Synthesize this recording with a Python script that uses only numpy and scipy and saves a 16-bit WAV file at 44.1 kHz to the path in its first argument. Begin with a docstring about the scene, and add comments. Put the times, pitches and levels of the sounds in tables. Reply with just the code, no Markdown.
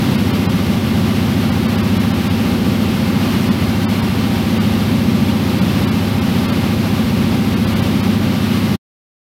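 """A piston engine throbs at a steady speed, heard in the cabin of a small high-wing aircraft at cruise.
Exhaust pulses shake the cabin at harmonics of the engine cycle, over faint valve clatter and gear whine.
Turbulence booms in the cabin air, and the slipstream roars and hisses along the windows and rings
the panels. The treble flickers now and then, and the sound is cut off shortly before the end."""
import sys
import numpy as np
from scipy.fft import rfft, irfft, next_fast_len
from scipy.io import wavfile
from scipy.ndimage import map_coordinates

SR = 44100
rng = np.random.default_rng(int(sys.argv[2]) if len(sys.argv) > 2 else 0)


def unload_wav(signal):
    """Save mono or channel-first audio to the path in sys.argv[1] as 16-bit WAV at rate SR, clipped to [-1, 1]."""
    wavfile.write(
        sys.argv[1],
        SR,
        np.round(np.clip(np.atleast_2d(signal).T, -1, 1) * 32767).astype(np.int16),
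    )


N = 411894
TIME = np.arange(N) / SR

# Rate of four-stroke cycles, one for every two turns of the crank: time_s, rate_hz
CYCLE_RATE = [(0, 14.592), (2.15, 14.629), (3.8, 14.574), (5.5, 14.609), (8.7, 14.591)]
# Exhaust harmonics, an order being a multiple of the cycle rate: order, relative_level_db
EXHAUST_HARMONICS = [(4, -45), (5, -39), (6, -28.5), (7, -23.3), (8, -46), (9, -29), (10, -43), (11, -44),
                     (12, -27), (13, -23.7), (14, -27), (15, -22), (16, -25.7), (17, -27.8), (18, -27.5),
                     (19, -39), (20, -45), (21, -45), (22, -45), (23, -47), (24, -35.3), (25, -40),
                     (26, -37.3), (27, -41)]
# Phase lag that pipes and cabin add from one harmonic to the next: order, lag_step_turns
PHASE_STEPS = [(6, -.13), (7, .35), (11, .35), (12, 0), (13, .2), (15, .45), (17, -.23), (19, .3), (26, .7)]
# Spectrum of the turbulent boom in the cabin: frequency_hz, relative_density_db
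BOOM_SPECTRUM = [(8, -33), (22, -26), (40, -22.5), (70, -9), (110, -8.5), (143, -7), (165, -3.5),
                 (205, -2.5), (250, -6.5), (300, -7.5), (400, -15.5), (590, -17), (720, -31.5),
                 (1500, -56.5)]
# Spectrum of the air rushing along the windows: frequency_hz, relative_density_db
AIR_SPECTRUM = [(200, -19.5), (500, -1.5), (720, 1), (950, 1.5), (1350, 1), (1750, -1.5), (2200, -0.5),
                (3000, -1), (4300, -4.5), (5400, -9), (7000, -17), (9500, -17.5), (13000, -14),
                (15800, -20.5)]
# Gusts that strengthen the slipstream: peak_s, rise_db
SLIPSTREAM_GUSTS = [(0.02, 1.5), (3.34, 2), (3.95, 1.4), (5.75, 1.5), (6.45, 1.5), (7.82, 0.9), (8.55, 0.9)]
# Resonances of the cabin panels: pitch_hz, bandwidth_hz, relative_level_db
PANEL_MODES = [(802, 30, 0), (918, 40, -6.5), (1159, 29, -2), (2106, 82, -8.5), (2704, 110, -11)]
# Faint tones of gears and accessories: order, level_db
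GEAR_TONES = [(35.48, -40), (37, -47), (42, -50), (46, -48), (64, -51), (71, -49), (82, -50)]
# Longer single dropouts of the treble: centre_s, length_s
TREBLE_DROPOUTS = [(0.479, 0.022), (3.869, 0.029)]
# Spells of brief treble dropouts, scattered at random: start_s, end_s, count
DROPOUT_SPELLS = [(0, .35, 2), (1.45, 2.3, 7), (3.3, 4.65, 3), (5.5, 6.7, 6), (7.5, 8.02, 5)]


def exhaust(cycle, gain_db, waver_db):
    """Periodic pulses form a harmonic series; unequal cylinders fill in every order of the cycle rate."""
    orders, levels_db = np.transpose(EXHAUST_HARMONICS)
    orders = np.round(orders)
    steps = np.interp(orders, *np.transpose(PHASE_STEPS))
    lags = np.cumsum(steps) - steps
    throb = np.zeros(N)
    for order, level_db, lag in zip(orders, levels_db, lags):
        strength = amp(level_db + gain_db + waver_db * wobble(5.4))  # combustion varies a little
        throb += strength * np.sin(2 * np.pi * (order * cycle - lag))
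    return throb


def cabin_boom(cycle, level_db, throb_db, waver_db):
    """Amplitude modulation: the low noise of turbulence swells once in every engine cycle."""
    swell = amp(throb_db * np.cos(2 * np.pi * (cycle - .6)) + waver_db * wobble(2.9))
    return amp(level_db) * coloured(swell * rng.standard_normal(N), BOOM_SPECTRUM)


def slipstream(base_db, drift_db, flutter_db, gust_half_width_s, rush_gain_db, ring_gain_db):
    """Flow noise: propeller wash passes the windows in uneven puffs and sets the panels ringing."""
    gusts_db = sum(rise_db * np.exp(-((TIME - peak_s) / gust_half_width_s) ** 2)
                   for peak_s, rise_db in SLIPSTREAM_GUSTS)
    puffs = amp(base_db + gusts_db + drift_db * wobble(2.8) + flutter_db * wobble(30))
    rush = amp(rush_gain_db) * coloured(rng.standard_normal(N), AIR_SPECTRUM)
    ring = amp(ring_gain_db) * panel_ring(rng.standard_normal(N))
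    return puffs * (rush + ring)


def cabin_mode(pitch_hz, half_width_hz, level_db):
    """Narrow-band resonance: buffeting excites one mode of the cabin air, which comes and goes."""
    response = lambda hz: 1 / (1 + ((hz - pitch_hz) / half_width_hz) ** 2)
    return amp(level_db) * unit(filtered(rng.standard_normal(N), response))


def panel_ring(drive):
    """Forced vibration: each panel mode responds as a damped oscillator; the sum is scaled to rms 1."""
    def response(hz):
        return sum(amp(db) * 1j * hz * width / (pitch ** 2 - hz ** 2 + 1j * hz * width)
                   for pitch, width, db in PANEL_MODES)
    return unit(filtered(drive, response))


def gear_whine(cycle, waver_db, whine_order, whine_db, swell_db):
    """Fixed gear ratios lock thin tones to the crank speed; the strongest swells and sinks at random."""
    tone = lambda order: np.sin(2 * np.pi * (order * cycle + rng.random()))
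    faint = sum(amp(db + waver_db * wobble(4)) * tone(order) for order, db in GEAR_TONES)
    whine = amp(whine_db + swell_db * wobble(5)) * tone(whine_order)
    return faint + whine


def valve_clatter(cycle, direct_db, ring_db, points=2048):
    """Periodic excitation: the valve gear repeats one ragged pattern, heard directly and via the panels."""
    pattern = np.fft.irfft(np.exp(2j * np.pi * rng.random(points // 2 + 1)))  # flat, random in phase
    buzz = np.interp(cycle % 1, np.arange(points) / points, pattern)
    direct = coloured(buzz, [(330, -30), (430, -6), (950, -5.5), (1400, -15),
                             (3000, -24.5), (6000, -41.5)])
    return amp(direct_db) * direct + amp(ring_db) * panel_ring(direct)


def glint(t, low_hz=1000, high_hz=5015, count=12):
    """Inharmonic partials of random phase add up to a glassy ring, at rms 1."""
    hz = np.geomspace(low_hz, high_hz, count)[:, None] * rng.uniform(.93, 1.07, (count, 1))
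    phase = rng.random((count, 1))
    strengths = amp(np.interp(hz, *np.transpose(AIR_SPECTRUM)))
    partials = strengths * np.sin(2 * np.pi * (hz * t + phase))
    return unit(partials.sum(axis=0))


def treble_flicker(sound, edge_hz, brief_s, slope_s, floor_db, glint_db, glint_s):
    """Gating of the upper band: the treble dips for hundredths of a second, leaving a faint glint."""
    brief = [(centre_s, brief_s) for start, end, count in DROPOUT_SPELLS
             for centre_s in start + (end - start) * (np.arange(count) + rng.random(count)) / count]
    gate, glints = np.ones(N), np.zeros(N)
    for centre_s, length_s in TREBLE_DROPOUTS + brief:
        near = np.abs(TIME - centre_s) < length_s + slope_s + 2 * glint_s
        t = TIME[near] - centre_s
        gate[near] *= np.clip((np.abs(t) - length_s / 2) / slope_s + 0.36, amp(floor_db), 1)
        glints[near] += amp(glint_db) * glint(t) * np.exp(-(t / glint_s) ** 2)
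    low = filtered(sound, lambda hz: 1 / (1 + (hz / edge_hz) ** 6))
    return low + gate * (sound - low) + glints


def amp(db):
    """Decibels as an amplitude ratio."""
    return 10 ** (np.asarray(db) / 20)


def unit(x):
    """Normalisation to rms 1."""
    return x / np.sqrt(np.mean(x ** 2) + 1e-20)


def wobble(rate_hz):
    """Smooth random modulation: a spline through rate_hz Gaussian knots a second."""
    knots = rng.standard_normal(int(N * rate_hz / SR) + 4)
    coarse_s = TIME[::64]
    return np.interp(TIME, coarse_s, map_coordinates(knots, [coarse_s * rate_hz]))


def filtered(x, response):
    """Linear filtering: the spectrum of x is multiplied by a frequency response."""
    size = next_fast_len(N + SR // 2)
    return irfft(rfft(x, size) * response(np.fft.rfftfreq(size, 1 / SR)), size)[:N]


def coloured(x, spectrum):
    """Spectral shaping by (frequency_hz, relative_db) points on a log axis, at rms 1."""
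    points_hz, db = np.transpose(spectrum)
    return unit(filtered(x, lambda hz: amp(np.interp(np.log(hz + 1), np.log(points_hz), db))))


def scene():
    """Superposition: engine and airflow add in the cabin, and the treble of the sum flickers."""
    cycle = np.cumsum(np.interp(TIME, *np.transpose(CYCLE_RATE))) / SR  # engine cycles elapsed
    throb = exhaust(cycle, gain_db=2.5, waver_db=1.07)
    valves = valve_clatter(cycle, direct_db=-40, ring_db=-47)
    gears = gear_whine(cycle, waver_db=2.5, whine_order=54, whine_db=-38.5, swell_db=3)
    boom = cabin_boom(cycle, level_db=-21, throb_db=-1.04, waver_db=0.6)
    hum = cabin_mode(pitch_hz=139, half_width_hz=3.7, level_db=-30)
    air = slipstream(base_db=-29, drift_db=0.1, flutter_db=0.5, gust_half_width_s=.14,
                     rush_gain_db=1.35, ring_gain_db=-7)
    cabin = throb + valves + gears + boom + hum + air
    return treble_flicker(cabin, edge_hz=1300, brief_s=.0099, slope_s=.015, floor_db=-35,
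                          glint_db=-27.5, glint_s=.016)[None]


def record(dry, end_s=8.754, top_hz=15850):
    """Exponential decay cuts the sound off abruptly, and a low-pass filter limits its band."""
    fade = amp(-60 * np.clip((TIME - end_s) / .025, 0, 3))  # 60 dB every 25 ms
    return filtered(dry[0] * fade, lambda hz: .5 - .5 * np.tanh((hz - top_hz) / 40))[None]


dry = scene()
out = record(dry)
unload_wav(out)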